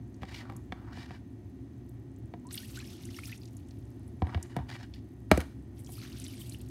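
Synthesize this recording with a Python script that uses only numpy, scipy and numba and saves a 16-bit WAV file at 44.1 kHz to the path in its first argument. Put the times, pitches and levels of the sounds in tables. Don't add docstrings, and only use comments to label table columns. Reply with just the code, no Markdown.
import sys
import numpy as np
from scipy import signal
from scipy.fft import rfft, irfft
from scipy.io import wavfile
from scipy.ndimage import uniform_filter1d
from numba import njit

SR = 44100
rng = np.random.default_rng(int(sys.argv[2]) if len(sys.argv) > 2 else 0)


def output_pcm(signal):
    pcm = np.clip(np.atleast_2d(signal).T, -1, 1) * 32767
    wavfile.write(sys.argv[1], SR, np.round(pcm).astype(np.int16))


def attenuation_scalar(level_db):
    decades = np.asarray(level_db, float) / 20
    return 10 ** decades


N = 295467
HZ = np.fft.rfftfreq(N, 1 / SR)
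TIME = np.arange(N) / SR


def level(x, db):
    return x * attenuation_scalar(db) / np.sqrt(np.mean(x ** 2))


def colour(x, db):
    return irfft(rfft(x) * attenuation_scalar(db), N)


def shape(points):
    hz, db = np.transpose(points)
    return np.interp(np.log(HZ + 1), np.log(hz), db)


def band(x, lo_hz, hi_hz):
    edges = [lo_hz, min(hi_hz, .45 * SR)]
    return signal.sosfilt(signal.butter(3, edges, "bandpass", fs=SR, output="sos"), x)


def walk(rate):
    k = int(SR / rate)
    held = np.repeat(rng.standard_normal(N // k + 1), k)
    return 1.3 * uniform_filter1d(uniform_filter1d(held, k), k)[:N]


def add(out, s, x):
    i = int(s * SR)
    out[i:i + len(x)] += x[:N - i]


def decay(t, t60):
    return np.exp(-np.log(1000) * t / t60)


@njit
def rings(n, start, gain, turn, fade, bend):
    out = np.zeros(n)
    for k in range(len(start)):
        a, w, p, j = gain[k], turn[k], 0., 0
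        while a > gain[k] * 1e-3 and start[k] + j < n and w < 2.8:
            out[start[k] + j] += a * min(p / 9, 1.) * np.sin(p)
            a, p, w, j = a * fade[k], p + w, w * (1 + bend[k] * j), j + 1
    return out


def tones(s, db, hz, t60, rise):
    bend = 2 * np.log(2) * rise / (t60 * SR / 3) ** 2
    fade = np.exp(-np.log(1000) / (t60 * SR))
    return rings(N, (s * SR).astype(np.int64), attenuation_scalar(db), 2 * np.pi * hz / SR, fade, bend)


def swarm(count, lo_hz, hi_hz, cycles, spread_db, rise):
    moment, pitch, rarity, length = rng.random((count, 4)).T
    hz = lo_hz * (hi_hz / lo_hz) ** pitch
    t60 = cycles * (.5 + length) / hz
    return level(tones(moment * N / SR, -spread_db * np.log(rarity), hz, t60, rise + 0 * hz), 0)


@njit
def svf(x, hz, q):
    y, b, l = np.empty(len(x)), 0., 0.
    for i in range(len(x)):
        g = np.tan(np.pi * hz[i] / SR)
        v = (b + g * (x[i] - l)) / (1 + g * (g + 1 / q))
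        b, l, y[i] = 2 * v - b, l + 2 * g * v, v / q
    return y


# frequency in Hz, relative density in dB per Hz.
FAN_SPECTRUM = [(18, -63), (30, -49), (48, -13.5), (108, -0.5), (148, -13.5), (257, -11), (391, -18.5),
                (457, -28.5), (695, -30), (1000, -36.5), (1270, -40.5), (1930, -42), (2440, -45),
                (6110, -53), (15700, -61.5)]
# centre in Hz, width in Hz, lift in dB.
ROOM_RESONANCES = [(64.5, 8.2, 13), (122.3, 32, 7), (213, 21, 3.5), (263, 45, 7.5), (346.6, 54, 7.5)]
# frequency in Hz, rms level in dB.
MOTOR_WHINE = [(710, -77), (846, -83.5), (1799, -86), (1899, -83), (1999, -93), (2299, -91.5),
               (6196, -96.5), (6298, -88.5)]
FAN_DB = -44.5


def fan():
    lift = sum(db / (1 + (2 * (HZ - hz) / width) ** 2) for hz, width, db in ROOM_RESONANCES)
    drone = level(colour(rng.standard_normal(N), shape(FAN_SPECTRUM) + lift), FAN_DB)
    drone = drone * attenuation_scalar(1.1 * walk(2.055))
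    waver = TIME + 0.00035 * walk(3.7)
    whine = sum(np.sqrt(2) * attenuation_scalar(db) * np.sin(2 * np.pi * hz * waver) for hz, db in MOTOR_WHINE)
    return drone + whine


def simmer():
    fizz = swarm(count=1500, lo_hz=7000, hi_hz=15500, cycles=9, spread_db=3.6, rise=0)
    pops = swarm(count=150, lo_hz=3000, hi_hz=7000, cycles=8, spread_db=6.0, rise=0)
    return level(fizz, -83) + level(pops, -92.5)


def bursts(rows):
    out, t = np.zeros(N), TIME[:4096]
    for s, db, hz in rows:
        burst = band(rng.standard_normal(len(t)) * decay(t, 0.024), hz / 1.43, hz * 1.3)
        add(out, s, attenuation_scalar(db) * burst / np.max(np.abs(burst)))
    return out


# start in seconds, peak level in dB, centre in Hz.
DROP_TICKS = [(.143, -55, 6200), (0.565, -41, 9500), (1.8921, -52, 11300), (2.469, -44.5, 7560),
              (2.527, -37, 9100), (2.576, -30, 3900), (2.772, -39.5, 8900), (3.053, -38, 8550),
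              (3.255, -36.5, 5650), (3.377, -46.5, 8000), (3.4328, -45, 4280), (3.4544, -46, 5700),
              (3.4765, -53, 5040), (3.569, -51.5, 9100), (3.709, -50, 5150), (4.4269, -33, 8100),
              (4.938, -40.5, 3800), (5.846, -45.5, 7060), (5.8626, -46, 6700), (5.919, -47, 9510),
              (6.199, -35, 8800), (6.2406, -36, 6640), (6.2646, -36.5, 4150), (6.3007, -46, 3000),
              (6.4953, -36, 8550), (6.6044, -51, 3240), (6.6867, -48.5, 9080)]


def ticks():
    return bursts(DROP_TICKS)


# start in seconds, strength in dB, frequency in Hz.
WORKTOP_THUDS = [(.219, -29.5, 112), (2.34, -33, 89), (4.224, -15, 82), (4.355, -16, 83), (4.57, -22, 130),
                 (4.597, -28.5, 73), (5.32, -13.5, 70.6), (5.378, -21.5, 75.5)]
THUD_FADE_CYCLES = 1.45


def thuds():
    out, t = np.zeros(N), TIME[:8192]
    for s, db, hz in WORKTOP_THUDS:
        envelope = (1 - np.exp(-t / 0.0028)) * np.exp(-t * hz / THUD_FADE_CYCLES)
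        add(out, s, attenuation_scalar(db) * envelope * np.sin(2 * np.pi * hz * t))
    return out


def struck(t, modes, shift, push_s):
    ring = np.zeros(len(t))
    for k, (hz, db, t60) in enumerate(modes):
        mode_hz = hz * shift * (1 + 0.011 * rng.standard_normal())
        ring += (-1) ** k * attenuation_scalar(db) * decay(t, t60) * np.sin(2 * np.pi * mode_hz * t)
    ring = signal.fftconvolve(ring, np.exp(-t[:400] / push_s))[:len(t)]
    ring = ring * (1 - np.exp(-t / (3 * push_s)))
    return ring / np.max(np.abs(ring))


# frequency in Hz, relative level in dB, decay time t60 in seconds.
CUP_MODES = [
    [(1135, -6, 0.04), (1323, -3.5, 0.022), (1590, -4, 0.0089), (1634, -1, 0.03), (1894, 1.5, .025),
     (2285, 3, 0.019), (2950, -17, .015)],
    [(465, -8, 0.045), (720, 0.5, 0.05), (984, 2.5, 0.019)],
    [(195, 2.5, .05), (275, -1, 0.067), (356, 4.5, 0.025)],
]
# start in seconds, knock level in dB, knock pitch in Hz,
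# rim blow relative to the knock in dB, edge sharpness in dB.
CUP_KNOCKS = [(0.22, -44, 604, 3, -5), (.232, -33.5, 777, 3, -16), (.498, -37, 800, 0.5, -10),
              (0.522, -42, 805, -6, 1), (.722, -31, 735, 6.5, -21), (0.973, -39.5, 720, -13, -15),
              (1.107, -38, 743, 0, -21), (2.338, -34, 696, -5.5, -19), (4.22, -21.5, 748, -9.5, -24),
              (4.269, -38.5, 725, 1.5, -14), (4.294, -43, 748, 6, -27), (4.346, -30.5, 695, 5, -19),
              (4.375, -36.5, 750, -3.5, -14), (4.565, -23.5, 720, -2, -4), (4.588, -33, 754, -6, -21),
              (4.753, -43.5, 800, 6, -24), (5.3143, -7.5, 630, 2.5, -4.5), (5.3751, -19, 518, -6.5, 7.5),
              (5.404, -35, 720, 5.5, 5.5), (5.412, -44.5, 650, 15.5, 1), (5.891, -45, 730, -5, 1)]
BODY_DB = -2.5
RIM_RING_DB, CRACK_DB, TICK_DB = -5, -12.5, -15.5


def knocks():
    out, t = np.zeros(N), TIME[:8192]
    clack, knock, body = CUP_MODES
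    for s, knock_db, knock_hz, rim_db, edge_db in CUP_KNOCKS:
        clack_db = knock_db + rim_db
        shift = knock_hz / knock[1][0]
        add(out, s, attenuation_scalar(clack_db + RIM_RING_DB) * struck(t, clack, 1, .0001))
        add(out, s, attenuation_scalar(knock_db) * struck(t, knock, shift, .0003))
        add(out, s, attenuation_scalar(knock_db + BODY_DB) * struck(t, body, 1, .0004))
        crack = level(band(rng.standard_normal(len(t)), 670, 3800), 0) * np.exp(-t / 0.0036)
        tick = level(band(rng.standard_normal(len(t)), 2400, 13000), 0) * np.exp(-t / 0.0031)
        add(out, s, attenuation_scalar(clack_db + CRACK_DB) * crack)
        add(out, s, attenuation_scalar(clack_db + edge_db + TICK_DB) * tick)
    return out


# start in seconds, length in seconds, rub level in dB, # speed (no unit, 1 = brisk).
DRAG_STROKES = [(0.22, 0.051, -63, 0.94), (0.292, 0.034, -56.5, 0.86), (0.343, 0.075, -59, 1.244),
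                (.41, 0.093, -58.5, 0.26), (0.508, 0.085, -63, 0.33), (0.738, .12, -62.5, .2),
                (0.872, 0.049, -58.5, .25), (.932, 0.12, -57.5, 0.88), (1.083, .075, -56.5, 0.69),
                (4.238, .045, -58, .2), (4.295, .045, -51.5, 0.4), (4.372, 0.087, -62.5, 0.64),
                (4.498, 0.065, -63.5, .75), (4.573, .03, -51, .05), (4.618, .06, -66.5, .3),
                (4.694, 0.066, -52.5, 0.83), (4.798, .045, -57, 0.79), (4.94, 0.043, -79.5, 1.43),
                (5.321, 0.0075, -40.5, 0.54), (5.34, .075, -48.5, 0.42), (5.425, 0.097, -66, 0.574)]
STROKE_RISE_DB_PER_S, STROKE_FALL_DB_PER_S = 1187, 600


def strokes():
    gain, pace = 1e-9, 0
    for s, length, db, speed in DRAG_STROKES:
        before_db = STROKE_RISE_DB_PER_S * (s - TIME)
        after_db = STROKE_FALL_DB_PER_S * (TIME - s - length)
        one = attenuation_scalar(db - np.maximum(0, np.maximum(before_db, after_db)))
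        gain, pace = gain + one, pace + one * speed
    return gain, pace / gain


# frequency in Hz, relative density in dB per Hz.
RUB_SPECTRUM = [(290, -47), (500, -20), (737, -2), (839, -7.5), (1430, -13.5), (1960, -7.5), (3530, -14),
                (4980, -14), (5830, -21), (15500, -38.5)]
TREBLE_SLOW_DB, TREBLE_FAST_DB, HOLLOW_SLOW_HZ, HOLLOW_FAST_HZ = -22.5, 2.5, 800, 2100


def drag():
    gain, speed = strokes()
    hollow_hz = HOLLOW_SLOW_HZ + (HOLLOW_FAST_HZ - HOLLOW_SLOW_HZ) * np.clip(speed, 0, 1)
    slips = attenuation_scalar(3 * walk(300) + .7 * walk(40))
    lift = sum(5 / (1 + ((HZ - hz) / 50) ** 2) for modes in CUP_MODES for hz, _, _ in modes)
    first_bounce = 1 - 0.23 * np.exp(-2j * np.pi * HZ * .0021)
    second_bounce = 1 - 0.26 * np.exp(-2j * np.pi * HZ * .0034)
    comb_db = -20 * np.log10(np.abs(first_bounce * second_bounce))
    grit = colour(rng.standard_normal(N) * slips, shape(RUB_SPECTRUM) + lift + comb_db)
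    grit = grit + attenuation_scalar(3.5) * svf(grit, hollow_hz * 2 ** (.12 * walk(25)), 9.)
    bright = attenuation_scalar(TREBLE_SLOW_DB + (TREBLE_FAST_DB - TREBLE_SLOW_DB) * speed)
    return gain * (level(band(grit, 450, 1700), 0) + bright * level(band(grit, 2700, 16000), 0))


# time in seconds, flow level in dB, fineness of the drops in dB.
POUR_FLOW = [
    [(2.495, -84, 4), (2.51, -55.5, -6), (2.535, -51.5, 12.5), (2.56, -52.5, 0.5), (2.66, -58, 3),
     (2.8, -55.5, -4.5), (2.9, -57.5, 0.5), (3.12, -60, -2.5), (3.17, -53, 2.5), (3.22, -60.5, 0),
     (3.27, -53, 0.5), (3.335, -55, -2.5), (3.37, -64, -1)],
    [(5.755, -88, 10), (5.77, -66, 0), (5.8, -60, 8), (5.83, -80, 10), (5.89, -65, 2), (5.92, -63, 14.5),
     (6.03, -53, -6), (6.09, -58, -2.5), (6.16, -56.5, -3.5), (6.24, -56, 1), (6.37, -57, -0.5),
     (6.5, -60, 4), (6.545, -58.5, 4.5), (6.585, -73, 0)],
]
DRAIN_DB, DRAIN_DB_PER_S = -77.5, -7


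def flow():
    s, flow_db, fine_db = np.transpose(np.vstack(POUR_FLOW))
    db, fine = np.interp(TIME, s, flow_db), np.interp(TIME, s, fine_db)
    gain = np.zeros(N)
    for rows in POUR_FLOW:
        since = TIME - rows[-1][0]
        this_pour = np.where(since > 0, attenuation_scalar(DRAIN_DB + DRAIN_DB_PER_S * since), attenuation_scalar(db))
        gain = np.where(TIME >= rows[0][0], this_pour, gain)
    return uniform_filter1d(gain, size=300), fine


# start in seconds, strength in dB, starting pitch in Hz,
# ring t60 in seconds, pitch rise in octaves.
TRAPPED_BUBBLES = [(2.451, -51, 956, 0.25, 0.86), (2.489, -51, 4050, 0.018, .1),
                   (2.578, -33, 2860, 0.02, .35), (2.581, -37, 4300, .03, .1),
                   (2.598, -55.5, 1470, .15, .4), (2.632, -48.5, 1830, .06, .2),
                   (2.773, -42, 1450, 0.091, 1.05), (2.79, -37.5, 7400, .012, .1),
                   (2.8, -41, 4030, .024, .2), (2.803, -39, 2500, 0.021, 0.18),
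                   (2.825, -52, 1700, 0.059, .2), (2.875, -43, 5400, .014, .1),
                   (3.089, -46.5, 1960, 0.021, .2), (3.144, -41.5, 2820, .02, .1),
                   (3.165, -41, 5460, 0.028, .1), (3.166, -53, 1800, .072, .3),
                   (3.235, -36, 2370, 0.025, 0.31), (3.256, -40, 5410, .02, .2),
                   (3.28, -52, 1350, .04, 0.25), (3.293, -52, 1775, 0.12, .15),
                   (3.32, -42, 1980, 0.057, .8), (3.418, -47, 4750, 0.018, 0.22),
                   (5.872, -47, 3200, .014, 0.13), (5.954, -44, 4780, .02, .1),
                   (5.989, -46, 4300, .036, .1), (6.218, -45, 2500, .017, .1),
                   (6.283, -50, 3020, 0.11, 0.046), (6.416, -41, 3040, .022, .12),
                   (6.544, -42, 2000, 0.0075, .1)]
SPRAY_DB, GURGLE_DB, GURGLE_PER_FINE = -2, -12, -2


def pour():
    gain, fine_db = flow()
    splash_hiss, spray_hiss, gurgle_hiss = [level(band(rng.standard_normal(N), lo, hi), 0)
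                                            for lo, hi in ((2500, 6300), (7100, 15300), (890, 2500))]
    breakup, fine_breakup = walk(98), walk(70)
    splash = swarm(count=6000, lo_hz=2046, hi_hz=7060, cycles=30, spread_db=4.0, rise=0.11)
    splash = splash + attenuation_scalar(3.2 * breakup) * splash_hiss
    spray = swarm(count=8000, lo_hz=7700, hi_hz=13700, cycles=62, spread_db=4.0, rise=.05)
    spray = spray + attenuation_scalar(-8.0 + 2.4 * breakup + 7.0 * fine_breakup) * spray_hiss
    gurgle = swarm(count=1800, lo_hz=1090, hi_hz=2300, cycles=27, spread_db=3.0, rise=.25)
    gurgle = gurgle + attenuation_scalar(-6.5) * gurgle_hiss
    glugs = attenuation_scalar(2.1 * walk(35))
    stream = (level(splash, 0) + level(spray, 0) * attenuation_scalar(SPRAY_DB + fine_db)
              + level(gurgle * glugs, 0) * attenuation_scalar(GURGLE_DB + GURGLE_PER_FINE * fine_db))
    return gain * stream + tones(*np.transpose(TRAPPED_BUBBLES))


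DRIP_DB, DRIP_SPREAD_DB, DRIP_FADE_S = -62, 3, 0.31


def drips():
    rows = []
    for pour_rows in POUR_FLOW:
        for u, v, w in rng.random((90, 3)):
            s = pour_rows[-1][0] - DRIP_FADE_S * np.log(u)
            if s < TIME[-1]:
                rows.append((s, DRIP_DB - DRIP_SPREAD_DB * np.log(v / u), 2800 * 5.6 ** w))
    return bursts(rows)


ROOM_T60_S, ROOM_DB = 0.26, -17


def room(x):
    t = TIME[:SR // 2]
    noise = rng.standard_normal((2, len(t))) * (t > .005)
    low = band(noise[0], 150, 3020) * decay(t, ROOM_T60_S)
    high = band(noise[1], 3000, 16000) * decay(t, 1.63 * ROOM_T60_S)
    tail = low + attenuation_scalar(0.5) * high
    return x + attenuation_scalar(ROOM_DB) * signal.fftconvolve(x, tail / np.linalg.norm(tail))[:N]


def scene():
    near_pot = simmer() + ticks() + thuds() + knocks() + drag() + pour() + drips()
    return (room(near_pot) + fan())[None]


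def roll_off(x):
    return signal.sosfilt(signal.butter(12, 16810, fs=SR, output="sos"), x)


MIC_LO_HZ, MIC_TOP_HZ = 58.3, 15750


def record(dry):
    mix = signal.sosfilt(signal.butter(4, MIC_LO_HZ, "highpass", fs=SR, output="sos"), dry)
    mix = signal.sosfilt(signal.ellip(6, .2, 25, MIC_TOP_HZ, fs=SR, output="sos"), mix)
    return roll_off(mix)


dry = scene()
out = record(dry)
output_pcm(out)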